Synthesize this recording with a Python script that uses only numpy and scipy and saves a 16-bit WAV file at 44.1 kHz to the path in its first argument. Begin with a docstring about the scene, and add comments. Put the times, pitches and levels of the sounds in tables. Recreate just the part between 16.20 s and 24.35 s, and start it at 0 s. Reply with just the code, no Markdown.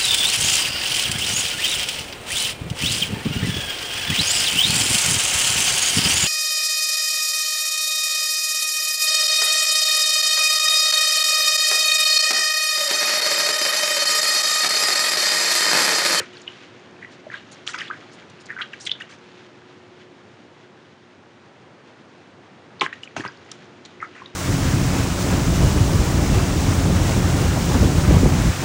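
"""Over a far rumble and a faint hum, a stag wades through shallow forest mud for three seconds.
Each squelch is a cloud of small bubbles that flings spray and leaves the mud fizzing. Hooves plunge,
air pockets pop, drops tick and a flat hoof smacks, all echoing off the tree trunks.
Then the stag stands still and the mud settles. At 6.6 s it walks off,
knocking a hoof on a sunken branch as it starts."""
import sys
import numpy as np
from scipy import signal
from scipy.fft import rfft, irfft
from scipy.io import wavfile

SR = 44100
rng = np.random.default_rng(int(sys.argv[2]) if len(sys.argv) > 2 else 0)


def unload_wav(signal):
    """Save mono or channel-first audio to the path in sys.argv[1] as 16-bit WAV at rate SR, clipped to [-1, 1]."""
    wavfile.write(
        sys.argv[1],
        SR,
        np.round(np.clip(np.atleast_2d(signal).T, -1, 1) * 32767).astype(np.int16),
    )


N = 359415
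TIME = np.arange(N) / SR


def undb(db):
    """Turn decibels into a number to multiply by."""
    return 10 ** (np.asarray(db) / 20)


def level(x, db):
    """Set a sound's average (rms) level."""
    return x * undb(db) / np.sqrt(np.mean(x ** 2) + 1e-20)


def curve(rows):
    """Join (time, value) rows by straight lines."""
    return np.interp(TIME, *np.transpose(rows))


def add(out, s, sound):
    """Mix a sound in at s seconds."""
    start = int(np.clip(s * SR, 0, N - 1))
    out[start:start + len(sound)] += sound[:N - start]


def colour(x, points):
    """Turn lows and highs up or down along points of f/Hz, level/dB."""
    hz, db = np.transpose(points)
    bins = np.maximum(np.fft.rfftfreq(x.shape[-1], 1 / SR), 1)
    gain = undb(np.interp(np.log(bins), np.log(hz), db))
    return irfft(rfft(x) * gain, x.shape[-1])


def wander(rate):
    """Drift by about 1 either way, to a new random value `rate` times a second."""
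    knots = rng.standard_normal(N // 100)
    return np.interp(TIME * rate, np.arange(len(knots)), knots)


def bubble(hz, ring_s, glide):
    """A bubble opens and rings away, its pitch rising as it nears the surface; peak 1."""
    t = np.arange(int(7 * ring_s * SR) + 8) / SR
    pitch = np.minimum(hz * (1 + glide * np.tanh(t / ring_s / 2)), SR / 2)
    opening_s = min(1.1 / hz, ring_s / 2)
    swell = (1 - np.exp(-(t / opening_s) ** 2)) * np.exp(-t / ring_s)
    return swell / swell.max() * np.sin(2 * np.pi * np.cumsum(pitch) / SR)


def cloud(length, hz, octaves, rate, cycles, scatter_db, most=300):
    """A burst of small, varied bubbles that swells fast and fades slowly; rms 1 over its length."""
    count = int(np.clip(rate * length, 8, most))
    chance = rng.standard_normal((most, 4))
    out = np.zeros(int(length * SR) + SR // 10)
    for k, (late, pitch, size, ring) in enumerate(chance[:count]):
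        place = (k + .5 + .5 * np.tanh(late)) / count
        grain_hz = hz * 2 ** (octaves * 2 * np.tanh(pitch / 2))
        grain = bubble(grain_hz, cycles * 2 ** (ring / 2) / grain_hz, glide=0.074)[:SR // 10]
        swell = np.sin(np.pi * place ** 0.43)
        # high bubbles die sooner, so they start stronger
        gain = undb(scatter_db * np.tanh(size)) * np.sqrt(swell * grain_hz / hz)
        add(out, place * length, np.sign(late) * gain * grain)
    return out / np.sqrt(np.sum(out ** 2) / (length * SR))


# how strong the rumble's lows and highs are against each other: f/Hz, level/dB
RUMBLE_TONE = [(15, -76), (25, -43), (64, -21), (79, -17.5), (92, -2), (281, -1.5), (327, -2), (362, -1),
               (391, -4.5), (456, -4), (545, -6.5), (1710, -13), (5530, -28.5), (8970, -36.5), (11000, -69),
               (14300, -89), (22000, -120)]
# how the rumble rises and falls (only the changes count): t/s, level/dB
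RUMBLE_SWELL = [(0, -47), (1.5, -45.5), (3.3, -47.5), (4.8, -48.5), (6.2, -48), (8.15, -47)]
# how loud the hum is: t/s, level/dB
HUM_LEVELS = [(0, -50.5), (1.7, -58), (3.9, -53), (5.1, -63), (6.4, -67), (8.15, -52.5)]


def forest(rumble_db=-48, hum_hz=362.3):
    """A soft, far rumble with a wavering hum in it."""
    swell = curve(RUMBLE_SWELL)
    rumble = level(colour(rng.standard_normal(N), RUMBLE_TONE), rumble_db)
    pitch = hum_hz * (1 + .004 * wander(6))
    hum = np.sqrt(2) * np.sin(2 * np.pi * np.cumsum(pitch) / SR)
    rumble *= undb(swell - np.percentile(swell, 20) + 0.67 * wander(5))
    return rumble + hum * undb(curve(HUM_LEVELS) + 1.3 * wander(7))


# hooves working the mud: t/s, length/s, f/Hz, level/dB before muffling,
# splash (0 = closed suck, 1 = open splash)
SQUELCHES = [(0, 0.049, 1590, -37.5, 0.52), (.128, 0.1, 2740, -49, 0.69), (.29, 0.11, 2290, -55.5, 0.58),
             (.814, .04, 2030, -47, .1), (1.111, .07, 1540, -39, 0.22), (1.127, 0.081, 3230, -45.5, 0.15),
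             (1.464, 0.057, 2680, -37, 0.98), (1.533, 0.033, 1724, -33, 0.6),
             (1.576, 0.062, 2100, -34.5, 0.56), (1.631, 0.067, 2700, -42, 0.46),
             (1.716, 0.073, 1610, -44.5, .1), (2.286, 0.057, 1770, -38.5, 0.063),
             (2.385, 0.057, 1604, -33.5, 0.12), (2.413, .02, 3080, -31, .1),
             (2.531, 0.015, 2080, -35.5, 0.32), (2.663, .016, 2580, -28.5, 0.51),
             (2.801, .028, 2120, -38.5, 0.49), (2.89, 0.064, 2370, -48.5, 0.78),
             (3.011, .12, 3350, -62, 0.48), (6.609, 0.016, 2700, -21, .45),
             (6.624, 0.042, 2280, -32.5, 0.56), (6.726, 0.017, 2540, -39.5, 0.37),
             (6.962, 0.029, 1564, -35.5, 0.81), (6.993, 0.034, 1360, -41, 0.79),
             (7.035, 0.038, 1620, -35.5, 0.36), (7.313, 0.007, 3230, -36, 0.96),
             (7.65, .012, 3520, -40.5, .8), (7.81, 0.05, 1720, -38, 0.22), (7.949, 0.086, 1700, -45, 0.39)]


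def squelches(muffle_hz=4600):
    """Wet mud tears into brief bubbles, more varied in an open splash, and muffles the smallest."""
    out = np.zeros(N)
    for s, length, hz, db, splash in SQUELCHES:
        octaves = 0.17 + 0.657 * splash
        add(out, s, undb(db) * cloud(length, hz, octaves, rate=1200, cycles=3.9, scatter_db=5))
    return signal.sosfilt(signal.butter(3, muffle_hz, fs=SR, output="sos"), out)


def stirring(rest_db=-61, start_db=-50, settle_s=.45):
    """How stirred the mud is, in dB: longer, louder squelches stir it more, then it settles."""
    fade = np.exp(-TIME / settle_s)
    power = undb(rest_db) ** 2 + undb(start_db) ** 2 * fade
    for s, length, _, db, _ in SQUELCHES:
        add(power, s, length * undb(-34 + .25 * db) ** 2 * fade)
    return 10 * np.log10(power)


def fizz(ticks_per_s=5000):
    """Countless tiny bubbles fizz in the stirred mud."""
    ticks = rng.standard_normal(N) * (rng.random(N) < ticks_per_s / SR)
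    hiss = colour(ticks, [(400, -34.5), (1500, 12), (3300, 11), (5000, 1.5), (7000, -2.5), (10000, -21)])
    return level(hiss, -1) * undb(stirring() + 2.6 * wander(16))


# mud pattering down from a swinging leg: t/s, length/s, average level/dB
SPATTERS = [(.216, .008, -46), (.913, 0.043, -58.5), (1.313, 0.038, -48), (1.913, 0.05, -54.5),
            (2.098, 0.0094, -53), (2.2, 0.026, -52.5), (2.256, 0.017, -48), (2.60, 0.05, -42.5),
            (2.65, .034, -38.5), (6.828, 0.03, -50.5), (7.171, .004, -51)]


def spray(drop_hz=5700):
    """Droplets flung by the splashes and shaken from the legs land with tiny ticks."""
    # spray outlasts its squelch, and a closed suck throws far less
    flung = [(s, 1.15 * length, db - 1 - 26.5 * (1 - splash)) for s, length, _, db, splash in SQUELCHES]
    out = np.zeros(N)
    for s, length, db in flung + list(SPATTERS):
        add(out, s, undb(db) * cloud(length, drop_hz, octaves=0.38, rate=2800, cycles=7.5, scatter_db=9))
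    return out


# hooves sinking deep: t/s, f/Hz, peak level/dB, ring time/ms
PLUNGES = [(.001, 448, -20.5, 3.3), (6.613, 373, -27, 5.8), (6.622, 150, -32, 6.9), (6.629, 320, -22, 2.9),
           (6.965, 627, -15.5, 1.6), (6.973, 160, -27, 7.7), (6.9956, 298, -20, 3.7),
           (7.0509, 537, -19.5, 0.63)]


def plunges(slop_db=-12, slop_s=0.016, lowest_hz=95):
    """A hoof drives a big air pocket into the water, which slops shut around the leg."""
    out, t = np.zeros(N), TIME[:SR // 4]
    slop_tone = [(30, -26), (110, -3), (400, -5), (900, -33), (2500, -10.5), (8000, -43)]
    for s, hz, db, ring_ms in PLUNGES:
        slop = level(colour(rng.standard_normal(len(t)), slop_tone), slop_db)
        add(out, s, undb(db) * bubble(hz, ring_ms / 1000, glide=0.12))
        add(out, s, undb(db) * slop * np.exp(-t / slop_s))
    # a shallow puddle gives off no deep bass
    return signal.sosfilt(signal.butter(4, lowest_hz, "high", fs=SR, output="sos"), out)


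# the loudest air pockets bursting in the mud: t/s, f/Hz, peak level/dB
POPS = [(.002, 1790, -19), (.170, 4200, -32), (.278, 2925, -18.5), (.827, 1920, -27.5), (.847, 1930, -27.5),
        (1.066, 603, -29), (1.101, 1730, -26.5), (1.1402, 1610, -21.5), (1.491, 1400, -25.5),
        (1.544, 1455, -17), (1.588, 5000, -24), (1.608, 3010, -20.5), (1.616, 1850, -18.5),
        (1.681, 3360, -29), (1.701, 1245, -20), (1.71, 1534, -18.5), (2.3034, 1790, -19),
        (2.365, 1500, -23.5), (2.376, 1495, -26), (2.387, 1960, -26.5), (2.409, 1470, -19.5),
        (2.419, 3190, -17), (2.534, 2650, -25.5), (2.672, 3330, -13), (2.6951, 3040, -16.5),
        (2.7092, 3370, -26), (2.7159, 3470, -6.5), (2.809, 1850, -28.5), (2.82, 2830, -24.5),
        (6.597, 4300, -30.5), (6.6126, 5840, -26), (6.620, 804, -21), (6.728, 1830, -21),
        (6.834, 2880, -22.5), (6.875, 2420, -30.5), (6.965, 1500, -21.5), (7.006, 1740, -23),
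        (7.061, 1540, -23), (7.078, 4850, -28.5), (7.084, 1590, -28.5), (7.803, 2070, -29),
        (7.8266, 1310, -16), (8.019, 1070, -28), (8.060, 3740, -27.5)]


def pops(froth_db=-24, froth_s=.014, lead_s=.004):
    """Air pockets break as hooves press in and pull free; their mud skin frays just before and after."""
    out = np.zeros(N)
    for s, hz, db in POPS:
        cycles = 5.7 * (hz / 1800) ** .4  # small, high pockets ring for more cycles
        cycles *= 0.5 ** max((db + 19.5) / 18.5, 0)  # hard bursts die sooner
        add(out, s, undb(db) * bubble(hz, cycles / hz, glide=0.021))
        froth = cloud(froth_s, 0.913 * hz, octaves=0.19, rate=1500, cycles=1.72, scatter_db=8, most=40)
        add(out, s - lead_s, undb(db + froth_db) * froth)
    return out


def drips(middle_hz=2900, count=420):
    """Stray drops and lone bubbles tick all over the puddle, fading when the stag stands still."""
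    out, stirred = np.zeros(N), stirring()
    calm_db = np.minimum(stirred - np.median(stirred), 0)
    for when, pitch, size, ring in rng.random((count, 4)):
        at = int(when * N)
        hz = middle_hz * 2 ** (2.4 * (pitch - .5))
        dull_db = 6 * np.log2(max(hz / middle_hz, 1))
        db = stirred[at] + 2 * calm_db[at] + 2 + 12 * size ** 2 - dull_db
        add(out, at / SR, undb(db) * bubble(hz, (2 + 4 * ring) / hz, glide=0.063))
    return out


def trunks(x, near_db=-11, near_fade_s=0.18, far_db=-19, far_fade_s=0.31):
    """Banks and logs throw back a few early echoes; standing trees add a faint tail."""
    t = TIME[:SR]
    near = rng.standard_normal(SR) ** 3 * undb(-60 * t / near_fade_s) * (t > .002)
    far = rng.standard_normal(SR) * undb(-60 * t / far_fade_s) * (1 - np.exp(-t / 0.0029))
    air = signal.butter(1, 5000, fs=SR, output="sos")
    echo = undb(near_db) * near / np.linalg.norm(near) + undb(far_db) * far / np.linalg.norm(far)
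    return signal.fftconvolve(x, signal.sosfilt(air, echo))[:N]


# hooves landing flat on the wet surface: t/s, f/Hz, peak level/dB
SMACKS = [(1.476, 3130, -9.5), (6.6106, 3200, -5), (6.617, 1110, -9), (6.6632, 1680, -10),
          (7.051, 990, -19), (7.317, 6900, -17)]


def smacks(cycles=1.54):
    """Air trapped under a flat hoof escapes in one sharp snap."""
    out = np.zeros(N)
    for s, hz, db in SMACKS:
        add(out, s, undb(db) * bubble(hz, cycles / hz, glide=0.028))
    return out


# a hoof hitting the sunken branch: t/s, peak level/dB
KNOCK = (6.613, -13.5)
# the notes the branch rings with: f/Hz, relative level/dB, time to fade by 60 dB/s
BRANCH_NOTES = [(366.5, -2.5, 0.087), (849, -4, .1), (1053, 6, 0.14), (1250, -8, 0.091), (2190, -10, .1),
                (3050, -2, 0.13), (3660, -2.5, 0.065)]


def knock(contact_s=0.00055):
    """The branch takes the mud-softened blow and rings briefly."""
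    out, t = np.zeros(N), TIME[:SR // 2]
    s, peak_db = KNOCK
    ring = sum(undb(db - 60 * t / fade_s) * np.sin(2 * np.pi * hz * t) for hz, db, fade_s in BRANCH_NOTES)
    ring *= 1 - np.exp(-(t / contact_s) ** 2)
    add(out, s, undb(peak_db) * ring / np.abs(ring).max())
    return out


def scene():
    """The wading stag among the trees."""
    wading = squelches() + spray() + plunges() + pops() + drips() + smacks() + knock()
    return (forest() + fizz() + wading + trunks(wading))[None]


def record(dry, bottom_hz=45, top_hz=10500):
    """The microphone drops the deepest bass, dulls the high treble and cuts off the top."""
    thin = signal.sosfilt(signal.butter(2, bottom_hz, "high", fs=SR, output="sos"), dry)
    dull = colour(thin, [(6800, -0.5), (8000, -6.0), (9500, -1.5)])
    return signal.sosfilt(signal.ellip(8, .2, 70, top_hz, fs=SR, output="sos"), dull)


dry = scene()
out = record(dry)
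unload_wav(out)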